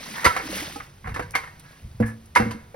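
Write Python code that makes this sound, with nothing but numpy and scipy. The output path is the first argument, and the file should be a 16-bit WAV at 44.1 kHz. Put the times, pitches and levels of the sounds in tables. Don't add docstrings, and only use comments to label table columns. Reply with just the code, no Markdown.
import sys
import numpy as np
from scipy import signal
from scipy.fft import rfft, irfft
from scipy.io import wavfile
from scipy.ndimage import uniform_filter1d

SR = 44100
rng = np.random.default_rng(int(sys.argv[2]) if len(sys.argv) > 2 else 0)


def transcribe(u):
    v = np.clip(np.atleast_2d(u).T, -1, 1)
    q = np.round(v * 32767).astype(np.int16)
    wavfile.write(sys.argv[1], SR, q)


N = 121275
TIME = np.arange(N) / SR

# [f/Hz, likeness]
LIKENESS = [(60, 1), (140, 0.99), (290, 0.92), (600, 0.13), (1200, -0.043), (2100, 0.46), (5200, 0.48),
            (6300, -0.2), (7100, -1.49), (7900, -1.19), (8900, 0.19), (9900, 1), (11000, 0.67),
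            (12000, 0.22), (13100, -1.5), (14200, -0.7), (15500, -0.68)]
# [f/Hz, left minus right/dB]
SIDE_BALANCE = [(150, -0.4), (550, -2), (1050, -4.5), (2000, -0.26)]
DIFFUSE_SHARE = 0.55
CUTOFF_HZ = 16900
ROOM_T60_S, ROOM_DB, TICK_ROOM_DB, RING_ROOM_DB = 0.56, -21.5, -18, -29
BLOW_LENGTH_S = 0.6

# [f/Hz, density/dB per Hz]
AIR_COLOUR = [(110, -4.5), (155, 2.5), (200, -11), (400, -14), (1200, -19.5), (3000, -26), (9000, -31)]
AIR_DB = -52
# [f/Hz, density/dB per Hz]
FLEX_LEVEL = [(.24, -66), (.265, -21), (.32, -49.5), (.45, -51), (.56, -45), (.72, -51), (1.02, -54.5),
              (1.06, -35), (1.12, -31.5), (1.16, -39), (1.25, -40), (1.36, -50), (1.8, -62), (1.85, -34.5),
              (1.9, -44.5), (1.99, -41.5), (2.03, -28), (2.13, -55.5), (2.35, -49.5), (2.42, -32),
              (2.6, -52)]
RUMBLE_COLOUR = [(20, -32), (35, -3.5), (55, -3), (90, 3.5), (130, -6.5), (200, -12.5), (400, -42),
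                 (1000, -52.5)]

# [t/s, level/dB]
POUR_LEVEL = [(0, -41), (.12, -40.5), (.18, -38.5), (.3, -42), (.43, -42), (.56, -32.5), (.65, -37),
              (.74, -42.5), (.84, -51.5), (.92, -62), (1.5, -63.5), (1.72, -56), (1.9, -63.5),
              (2.75, -71.5)]
# [f/Hz, density/dB per Hz]
SPRAY_COLOUR = [(60, -41.5), (200, 5), (500, -6.5), (1000, -4), (2000, 0), (2800, -4), (5700, -6),
                (7500, -11), (16000, -14)]
SPRAY_DB, SPRAY_FLICKER_DB, SPRAY_LUMPS_DB = 2, 0.5, 3.5
BUBBLES_PER_S, BUBBLE_DB, BUBBLE_CYCLES = 1500, -8.5, 16
BUBBLE_LOW_HZ, BUBBLE_HIGH_HZ = 500, 5230
# [t/s, f/Hz, level/dB]
GULPS = [(0.435, 310, -31), (0.453, 280, -28), (0.494, 313, -25.5), (0.557, 291, -30), (0.62, 309, -27.5),
         (0.757, 280, -33), (0.758, 1273, -33.5)]
GULP_ATTACK_S, GULP_T60_S, GULP_RISE_PER_S = 0.0021, 0.085, 0.36

# [t/s, level/dB, attack/s, t60/s]
CLICKS = [(1.308, -36, 0.00027, .02), (1.318, -41, .0003, .025), (1.596, -42, .0003, 0.048),
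          (2.055, -35.5, 0.02, 0.17), (2.257, -50.5, 0.00038, .06)]
# [f/Hz, density/dB per Hz]
CLICK_COLOUR = [(3000, -11.5), (10000, -1), (14000, -10)]
# [t/s, length/s, scrape level/dB, ring f/Hz, ring level/dB]
SCRAPES = [(0.152, 0.27, -34, 1840, -38), (1.041, 0.085, -39.5, 1070, -45),
           (1.336, 0.053, -30.5, 2336, -31.5), (1.635, 0.15, -52.5, 1663, -55),
           (2.022, 0.089, -34.5, 1712, -33.5)]
SCRAPE_ATTACK_S, SCRAPE_RELEASE_T60_S = 0.0055, 0.15
SCRAPE_FADE_DB, SCRAPE_ROUGH_DB = 10.5, 3.5
SCRAPE_HALF_WIDTH_HZ = 29

# [t/s, clack level/dB, hollow level/dB, tick level/dB, strongest ring f/Hz, ring level/dB]
CONTACTS = [(0.243, -16, -25, -20.5, 1910, -25), (.250, -10, -12.5, -18, 1986, -8),
            (0.26, -8.5, -43, -22, 1350, -5.5), (0.271, -39, -45, -35, 980, -11),
            (0.302, -27, -48, -50, 1310, -16), (0.363, -16.5, -31, -30, 1332, -19),
            (.396, -25.5, -33, -59, 972, -26.5), (.758, -44, -34, -40, 820, -27.5),
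            (0.8, -29.5, -49, -58, 1243, -35), (1.072, -29.5, -35.5, -48, 747, -30),
            (1.089, -33, -38, -49, 2140, -38), (1.142, -31, -40, -38.5, 1760, -26.5),
            (1.161, -24, -29.5, -40, 1090, -25), (1.1925, -22.5, -22, -42, 1430, -37),
            (1.223, -38, -52, -44.5, 1574, -31), (1.351, -14, -26, -25, 2146, -13),
            (1.435, -32, -49, -51, 1015, -33.5), (1.472, -37.5, -57, -53.5, 1830, -36),
            (2, -34, -17.5, -58, 990, -33), (2.351, -26.5, -49, -24.5, 2060, -18.5),
            (2.359, -8, -28, -22.5, 976, -5), (2.367, -11.5, -20, -43, 2122, -12),
            (2.398, -22.5, -16, -37, 781, -20.5), (2.418, -23.5, -20.5, -54, 2020, -50),
            (2.508, -32.5, -34.5, -37, 1003, -29), (2.742, -43, -31, -64, 830, -39)]
ATTACK_S = 0.0016
CLACK_T60_S, HOLLOW_T60_S, TICK_T60_S, RING_T60_S = 0.071, 0.099, 0.12, 0.087
# [f/Hz, width/Hz, level/dB]
WALL = [(785, 160, -1.5), (965, 13, 10), (1130, 190, 2.5), (1350, 20, 4.5), (1537, 320, 2), (1720, 150, 1),
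        (1910, 45, 1.5), (2080, 390, -1.5), (2167, 20, 9)]
# Clearest, longest-ringing modes of the wall [f/Hz]
WALL_MODES_HZ = [782, 962.6, 1073, 1220, 1333, 1518, 1710, 1965, 2119, 2241, 2705]
MODES_DB, MODES_T60_S = -13, 0.25
# [f/Hz, density/dB per Hz]
HOLLOW_COLOUR = [(90, -27), (200, -7.5), (330, 1.5), (400, -6.5), (480, 12.5), (580, -2), (740, -4.5),
                 (1100, -38.5)]
# [f/Hz, density/dB per Hz]
TICK_COLOUR = [(1200, -21.5), (2500, 1), (3500, 0), (5800, -2), (10000, -7), (16000, -11.5)]
RIPPLE_DB = 2
WIRE_HZ = (2713, 3790, 4274, 4410)
WIRE_DB = -19

# [t/s, level/dB, extra level of upper modes/dB]
THUMPS = [(1.193, -48, 0), (2.002, -12.5, 6), (2.398, -19.5, 9), (2.459, -25.5, 11.5), (2.546, -47, 23.5)]
# [f/Hz, level/dB, t60/s]
BOTTOM = [(111.8, -1.5, 0.31), (224, -2, 0.14), (282.2, -12.5, 0.12), (475, -17, 0.17), (568, -35, 0.076)]
THUMP_ATTACK_S, THUMP_TAIL_T60_S = 0.0025, 0.46
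THUMP_TAIL_DB = -12.5


def from_db(db):
    return 10 ** (np.asarray(db) / 20)


def rms_one(x):
    return x / np.sqrt(np.mean(x ** 2) + 1e-20)


def in_time(rows):
    return np.interp(TIME, *np.transpose(rows))


def at_hz(points, hz):
    f, v = np.transpose(points)
    return np.interp(np.log(hz + 1), np.log(f), v)


def pan(hz):
    return from_db(at_hz(SIDE_BALANCE, hz) * np.array([[1], [-1]]) / 2)


def fade(t, t60):
    return np.exp(-np.log(1000) * t / t60)


def wobble(count, size):
    once = uniform_filter1d(rng.standard_normal(count), size)
    return rms_one(uniform_filter1d(once, size))


def even(x, size):
    power = uniform_filter1d(np.mean(x ** 2, axis=0), size)
    return x / np.sqrt(power + 1e-12)


def noise(gain_at):
    hz = np.fft.rfftfreq(N, 1 / SR)
    direct, other = rfft(rng.standard_normal((2, N)))
    alike = np.clip(at_hz(LIKENESS, hz), -1, 1)
    side = np.sqrt(DIFFUSE_SHARE) * other + 1j * np.sqrt(1 - DIFFUSE_SHARE) * direct
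    stereo = np.sqrt(1 + alike) * direct + np.sqrt(1 - alike) * side * [[1], [-1]]
    return rms_one(irfft(pan(hz) * gain_at(hz) * stereo, N))


def coloured(points):
    return noise(lambda hz: from_db(at_hz(points, hz)))


def blow(s, attack, t60, tail_db, tail_t60):
    out, start = np.zeros(N), int(s * SR)
    t = TIME[:min(int(BLOW_LENGTH_S * SR), N - start)]
    decay = np.hypot(fade(t, t60), from_db(tail_db) * fade(t, tail_t60))
    out[start:start + len(t)] = (1 - np.exp(-t / attack)) * decay
    return out


def tone(hz, s):
    apart = np.arccos(np.clip(at_hz(LIKENESS, hz), -1, 1)) / 2
    return pan(hz) * np.sin(2 * np.pi * hz * (TIME - s) + apart * np.array([[1], [-1]]))


def air():
    return from_db(AIR_DB) * coloured(AIR_COLOUR)


def flex_rumble():
    return from_db(in_time(FLEX_LEVEL)) * even(coloured(RUMBLE_COLOUR), size=1800)


def lumpy(x):
    spectrum, out = rfft(x), 0
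    hz = np.clip(np.fft.rfftfreq(N, 1 / SR), 250, 8000)
    step = 2 * np.log2(hz / 250)
    for k in range(11):
        band = irfft(spectrum * np.maximum(1 - abs(step - k), 0), N)
        out = out + band * from_db(SPRAY_LUMPS_DB * (1 - k / 20) * wobble(N, size=350))
    return rms_one(out)


def spray():
    level = SPRAY_DB + SPRAY_FLICKER_DB * wobble(N, size=120)
    return from_db(level) * lumpy(coloured(SPRAY_COLOUR))


def bubbles():
    sizes = from_db(7.5 * np.minimum(rng.exponential(1, N), 4))
    signs = rng.choice([-1, 1], N)
    births = rng.random(N) < BUBBLES_PER_S / SR
    impulses = sizes * signs * births
    pitches = np.geomspace(BUBBLE_LOW_HZ, BUBBLE_HIGH_HZ, 30)
    dealt = rng.integers(0, len(pitches), N)
    sides = 1 + rng.standard_normal((2, N))
    out = 0
    for k, hz in enumerate(pitches):
        r, w = fade(1 / SR, BUBBLE_CYCLES / hz), 2 * np.pi * hz / SR
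        struck = impulses * sides * (dealt == k) + 1e-18
        out = out + signal.lfilter([np.sin(w)], [1, -2 * r * np.cos(w), r * r], struck)
    return from_db(BUBBLE_DB) * rms_one(out)


def water():
    return from_db(in_time(POUR_LEVEL)) * (spray() + bubbles())


def gulps():
    out = 0
    for s, hz, db in GULPS:
        t = np.maximum(TIME - s, 0)
        envelope = (1 - np.exp(-t / GULP_ATTACK_S)) * fade(t, GULP_T60_S)
        rising = np.sin(2 * np.pi * hz * t * (1 + GULP_RISE_PER_S * t / 2))
        out = out + pan(hz) * from_db(db) * envelope * rising
    return out


def clicks():
    envelope = sum(from_db(db) * blow(s, attack, t60, RING_ROOM_DB, ROOM_T60_S)
                   for s, db, attack, t60 in CLICKS)
    return envelope * coloured(CLICK_COLOUR)


def wall_gain(hz):
    power = sum(from_db(db) ** 2 / (1 + (2 * (hz - f) / width) ** 2) for f, width, db in WALL)
    top = 1 / (1 + (hz / 2600) ** 8)
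    bottom = hz ** 2 / (hz ** 2 + 350 ** 2)
    return np.sqrt(power * top * bottom)


def scrapes():
    wall, out = even(noise(wall_gain), size=500), 0
    for s, length, db, ring_hz, ring_db in SCRAPES:
        t = np.maximum(TIME - s, 0)
        rise = 1 - np.exp(-t / SCRAPE_ATTACK_S)
        sag = from_db(-SCRAPE_FADE_DB * np.minimum(t / length, 1))
        release = fade(np.maximum(t - length, 0), SCRAPE_RELEASE_T60_S)
        resonance = noise(lambda hz: 1 / (1 + ((hz - ring_hz) / SCRAPE_HALF_WIDTH_HZ) ** 2))
        singing = from_db(ring_db) * even(resonance, size=900)
        rough = from_db(db + SCRAPE_ROUGH_DB * wobble(N, size=200)) * wall
        out = out + rise * sag * release * (rough + singing)
    return out


def wall_ringing():
    power = sum((from_db(db + MODES_DB) * blow(s, ATTACK_S, MODES_T60_S, ROOM_DB, ROOM_T60_S)) ** 2
                for s, db, *_ in CONTACTS)
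    modes = noise(lambda hz: sum(1 / (1 + ((hz - f) / 5) ** 2) for f in WALL_MODES_HZ))
    return np.sqrt(power) * even(modes, size=1500)


def clacks():
    wall = hollow = tick = rings = 0
    for s, clack_db, hollow_db, tick_db, ring_hz, ring_db in CONTACTS:
        wall_blow = blow(s, ATTACK_S, CLACK_T60_S, ROOM_DB, ROOM_T60_S)
        hollow_blow = blow(s, 2 * ATTACK_S, HOLLOW_T60_S, ROOM_DB, ROOM_T60_S)
        tick_blow = blow(s, ATTACK_S, TICK_T60_S, TICK_ROOM_DB, ROOM_T60_S)
        ring_blow = blow(s, ATTACK_S, RING_T60_S, RING_ROOM_DB, ROOM_T60_S)
        wall = wall + (from_db(clack_db) * wall_blow) ** 2
        hollow = hollow + (from_db(hollow_db) * hollow_blow) ** 2
        tick = tick + (from_db(tick_db) * tick_blow) ** 2
        rings = rings + from_db(ring_db) * ring_blow * tone(ring_hz, s)
    shell = np.sqrt(wall) * even(noise(wall_gain), size=500) + rings
    inside = np.sqrt(hollow) * even(coloured(HOLLOW_COLOUR), size=900)
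    wire = from_db(WIRE_DB) * np.sqrt(tick) * sum(tone(hz, 0) for hz in WIRE_HZ)
    rippled = noise(lambda hz: from_db(at_hz(TICK_COLOUR, hz) + RIPPLE_DB * wobble(len(hz), size=170)))
    return shell + inside + wire + np.sqrt(tick) * rippled


def thumps():
    out = 0
    for s, db, upper_db in THUMPS:
        for k, (hz, mode_db, t60) in enumerate(BOTTOM):
            level = from_db(db + mode_db + upper_db * (k > 0))
            tail_db = THUMP_TAIL_DB - 5 * (k > 1)
            out = out + level * blow(s, THUMP_ATTACK_S, t60, tail_db, THUMP_TAIL_T60_S) * tone(hz, s)
    return out


def scene():
    background = air() + flex_rumble()
    pit = water() + gulps()
    handle = clicks() + scrapes()
    return background + pit + handle + wall_ringing() + clacks() + thumps()


def record(dry):
    rounded = 1.2 * np.tanh(dry / 1.2)
    return signal.sosfilt(signal.cheby2(20, 70, CUTOFF_HZ, fs=SR, output="sos"), rounded)


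dry = scene()
out = record(dry)
transcribe(out)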